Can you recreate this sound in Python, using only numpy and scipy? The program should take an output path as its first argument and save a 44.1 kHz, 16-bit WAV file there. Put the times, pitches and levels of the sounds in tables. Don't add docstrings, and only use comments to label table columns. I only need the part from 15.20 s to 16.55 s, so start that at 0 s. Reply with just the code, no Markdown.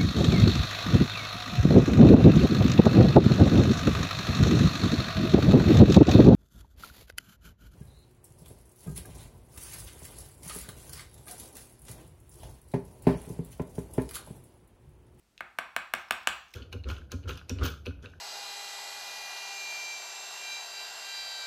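import sys
import numpy as np
from scipy import signal
from scipy.fft import rfft, irfft
from scipy.io import wavfile

SR = 44100
rng = np.random.default_rng(int(sys.argv[2]) if len(sys.argv) > 2 else 0)


def dump(signal):
    limited = np.clip(np.atleast_2d(signal).T, -1, 1)
    pcm = np.round(limited * 32767).astype(np.int16)
    wavfile.write(sys.argv[1], SR, pcm)


def gain_from_db(level_db):
    decades = np.asarray(level_db, float) / 20
    return 10 ** decades


N = 59535


def add(mix, start_s, sound):
    part = mix[round(start_s * SR):][:len(sound)]
    part += sound[:len(part)]


def peaked(x, db):
    return gain_from_db(db) * x / abs(x).max()


def read_curve(points, hz):
    f, value = np.transpose(points)
    return np.interp(np.log(hz + 1), np.log(f + 1), value)


def draw_luck():
    return rng.standard_normal(300)


def ring(modes, wander):
    rise_cycles, detune = 0.31, 0.012
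    t = np.arange(SR // 8) / SR
    out = np.zeros(len(t))
    for k, ((hz, db, t60), w) in enumerate(zip(modes, wander)):
        envelope = gain_from_db(db - 60 * t / t60) * (1 - np.exp(-t * hz / rise_cycles))
        out += (-1) ** k * envelope * np.sin(2 * np.pi * hz * (1 + detune * w) * t)
    return out


def chatter(x, luck):
    decay_s, level_db = 0.00082, 2.5
    t = np.arange(len(luck)) / SR
    burst = gain_from_db(level_db) * luck * np.exp(-t / decay_s) / np.sqrt(decay_s * SR / 2)
    return x + np.convolve(x, burst)[:len(x)]


def click(peak_db, snap_db, barrel_db, boards_db, luck):
    # (frequency [Hz], level [dB], T60 [s])
    board_modes = [(252, -18.5, 0.036), (362, -38.5, 0.13), (481.5, -12.5, 0.018), (682, -8, 0.026),
                   (926, -4, 0.015), (1189, -4.5, 0.025)]
    # (frequency [Hz], level [dB], T60 [s])
    tube_modes = [(1545, 2.5, 0.022), (1788, -1.5, 0.015), (2232, 1, 0.018)]
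    # (frequency [Hz], level [dB], T60 [s])
    barrel_modes = [(2665, 0.5, 0.018), (2910, 4, 0.013), (3469, -3, 0.013), (4087, -3, 0.0096),
                    (4545, -6, 0.008)]
    contact_s, latch_s, low_cut_hz = 0.00004, 0.0006, 215
    attack_feed_s, ring_feed_db = 0.00078, -7
    latch_db, latch_feed_db, spike_feed_db = -8.5, -5, -4

    t = np.arange(64) / SR
    push = t / contact_s * np.exp(-t / contact_s)
    body = -gain_from_db(boards_db) * ring(board_modes, luck)
    body -= ring(tube_modes, luck[7:])
    body += gain_from_db(barrel_db) * ring(barrel_modes, luck[23:])
    body = np.convolve(body, push)[:len(body)]
    body = signal.lfilter(*signal.butter(2, low_cut_hz, "high", fs=SR), body)

    t = np.arange(len(body)) / SR
    direct = peaked(body * np.minimum(t / latch_s, 1), 0)
    feed = direct * (np.exp(-np.maximum(t - latch_s, 0) / attack_feed_s) + gain_from_db(ring_feed_db))
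    latch = gain_from_db(latch_db + snap_db) * snap(luck)
    spike = np.linalg.norm(latch) * np.array([-.5, 1, -.5])
    add(direct, latch_s, latch)
    add(feed, latch_s, gain_from_db(latch_feed_db) * latch)
    add(feed, latch_s, gain_from_db(spike_feed_db) * spike)
    return gain_from_db(peak_db) * direct, gain_from_db(peak_db) * feed


def snap(luck):
    # (frequency [Hz], level [dB], T60 [s])
    latch_modes = [(5576, 8, 0.0062), (6960, -4, 0.0072), (7650, 2.5, 0.0077), (9260, 6.5, 0.0046),
                   (9950, 0, 0.0066), (11720, -0.5, 0.0039), (13600, -17, 0.0027), (13000, 4.5, 0.0034),
                   (14400, -21, 0.0022)]
    crack_db, crack_s = 0, 0.0011
    out = peaked(chatter(ring(latch_modes, luck[14:]), luck[30:]), 0)
    paired = luck[30::2].repeat(2)[::-1]
    grit = np.diff(paired + luck[30:])
    t = np.arange(len(grit)) / SR
    add(out, 0, peaked(grit * np.exp(-t / crack_s), crack_db))
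    return out


def add_clicks(mix, near, far):
    # (time [s], level [dB], snap [dB], barrel [dB], boards [dB])
    presses = [
        (.2063, -21, -15, -8.5, 0.5),
        (.3863, -14.5, -8, -5, 1.5),
        (.5635, -12, -3, -4.5, 0),
        (.7369, -12.5, -3.5, -4, 0.5),
        (.9081, -10.5, -3, -1.5, 1.5),
        (1.0720, -7.5, -2.5, 1.5, 1.5),
    ]
    for k, (start_s, *levels) in enumerate(presses):
        direct, feed = click(*levels, draw_luck())
        turn = k * np.pi / 3
        room = np.cos(turn) * near + np.sin(turn) * far
        add(mix, start_s, direct)
        add(mix, start_s, signal.fftconvolve(feed, room))


def tick(peak_db, hz, snap_db, luck):
    t60_s, spread = 0.0093, 1.5
    modes = [(hz, 0, t60_s), (hz * spread, -5, t60_s), (hz * spread ** 2, -14, t60_s)]
    touch = peaked(chatter(ring(modes, luck), luck[30:]), 0)
    return gain_from_db(peak_db) * (touch + gain_from_db(snap_db) * snap(luck))


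def add_ticks(mix):
    # (time [s], level [dB], pitch [Hz], snap [dB])
    touches = [
        (.1782, -38, 2800, -20),
        (.192, -55, 3300, -20),
        (.886, -47, 2300, -12),
        (1.032, -45, 2300, -8),
        (1.337, -45, 3700, -8),
        (1.3395, -34, 2400, -10),
        (1.342, -40, 2550, -9),
    ]
    # (time [s], level [dB], pitch [Hz], snap [dB])
    bounces = [
        (.394, -44, 2600, 0),
        (.5715, -38, 2200, -2),
        (.7505, -32, 2600, -5),
        (.9225, -27, 2400, -7),
        (1.088, -30, 2200, -4),
    ]
    for start_s, *settings in touches + bounces:
        add(mix, start_s, tick(*settings, draw_luck()))


def add_rattles(mix):
    # (time [s], level [dB])
    shivers = [
        (.785, -43),
        (.797, -45),
        (.806, -48),
        (.814, -47),
        (.821, -49),
        (1.284, -53),
        (1.2925, -57),
        (1.3065, -52),
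        (1.315, -53),
        (1.3305, -54),
    ]
    # (frequency [Hz], level [dB], T60 [s])
    spring_modes = [(1500, -6, .008), (3000, -5, .008), (5400, -1, .007), (6400, 0, .007),
                    (9000, -12, .006), (13800, -15, .03)]
    for start_s, peak_db in shivers:
        add(mix, start_s, peaked(ring(spring_modes, draw_luck() / 2), peak_db))


def thump(peak_db, phase):
    hz, rise_s, t60_s = 65, 0.014, 0.2
    t = np.arange(SR // 3) / SR
    envelope = gain_from_db(peak_db - 60 * t / t60_s) * (1 - np.exp(-(t / rise_s) ** 2))
    return envelope * np.sin(2 * np.pi * (hz * t + phase))


def add_thumps(mix):
    # (time [s], level [dB])
    bumps = [
        (.21, -57),
        (.38, -63),
        (.455, -59),
        (.568, -54),
        (.745, -66),
        (.912, -51),
        (.98, -59),
        (1.074, -47),
        (1.15, -53),
        (1.335, -66),
    ]
    for start_s, peak_db in bumps:
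        add(mix, start_s, thump(peak_db, rng.random()))


def room_tail():
    # (frequency [Hz], T60 [s])
    band_t60 = [(100, 0.49), (300, 0.16), (700, 0.46), (1500, 0.45), (3000, 0.43), (6000, 0.53),
                (9000, 0.2), (14000, 0.47)]
    # (frequency [Hz], level [dB])
    tail_colour = [(250, 7), (650, 1), (1100, 1.5), (2400, -2), (4800, -3), (6200, -5.5), (8000, 3),
                   (14000, -16)]
    # (frequency [Hz], width [Hz], level [dB])
    resonances = [(358, 38, 16.5), (1060, 86, 6), (1490, 76, -4), (2518, 65, 7.5)]
    # (delay [s], level [dB])
    reflections = [(.0032, -17), (.0075, -30), (.0150, -30), (.0225, -23)]
    tail_db, rise_s, spacing = -2.5, 0.004, 12

    taps = np.zeros(SR)
    at = np.arange(0, SR - spacing, spacing)
    taps[at + rng.integers(0, spacing, len(at))] = rng.choice([-1., 1.], len(at))
    hz, t, z = signal.stft(taps, SR, nperseg=256)
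    decay = gain_from_db(-60 * t / read_curve(band_t60, hz)[:, None])
    out = signal.istft(z * decay, SR, nperseg=256)[1][:SR]
    out = out * (1 - np.exp(-(np.arange(SR) / SR / rise_s) ** 2))

    f = np.fft.rfftfreq(SR, 1 / SR)
    lift_db = sum(db / (1 + (2 * (f - peak_hz) / width) ** 2) for peak_hz, width, db in resonances)
    colour = gain_from_db(tail_db + lift_db + read_curve(tail_colour, f))
    out = irfft(rfft(out / np.linalg.norm(out)) * colour, SR)
    for delay_s, db in reflections:
        add(out, delay_s, gain_from_db(db) * np.ones(1))
    return out


def air():
    # (frequency [Hz], level [dB])
    air_colour = [(15, -63), (25, -11), (49, -1.5), (124, -12), (154, -11.5), (273, -14), (902, -21),
                  (8830, -29), (16500, -37)]
    air_db, rumble_db = -70.5, -85
    rumble_hz, rumble_width_hz = 65, 15
    hz = np.fft.rfftfreq(N, 1 / SR)
    a, b = rng.standard_normal((2, N))
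    hiss = irfft(rfft(a) * gain_from_db(read_curve(air_colour, hz)), N)
    rumble = irfft(rfft(b) / (1 + ((hz - rumble_hz) / rumble_width_hz) ** 4), N)
    return gain_from_db(air_db) * hiss / hiss.std() + gain_from_db(rumble_db) * rumble / rumble.std()


def scene():
    mix, near, far = air(), room_tail(), room_tail()
    add_clicks(mix, near, far)
    add_thumps(mix)
    small = np.zeros(N)
    add_ticks(small)
    add_rattles(small)
    small_room = gain_from_db(-2) * signal.fftconvolve(small, near)[:N]
    return (mix + small + small_room)[None]


def top_cut(x):
    return signal.sosfilt(signal.butter(12, 17020, fs=SR, output="sos"), x)


def record(dry):
    edge_hz, mic_low_hz = 16000, 42
    treble_cut = signal.firwin(101, edge_hz, window=("kaiser", 9), fs=SR)
    limited = signal.oaconvolve(dry, treble_cut[None], "same")
    limited = signal.lfilter(*signal.butter(2, mic_low_hz, "high", fs=SR), limited)
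    return top_cut(limited)


dry = scene()
out = record(dry)
dump(out)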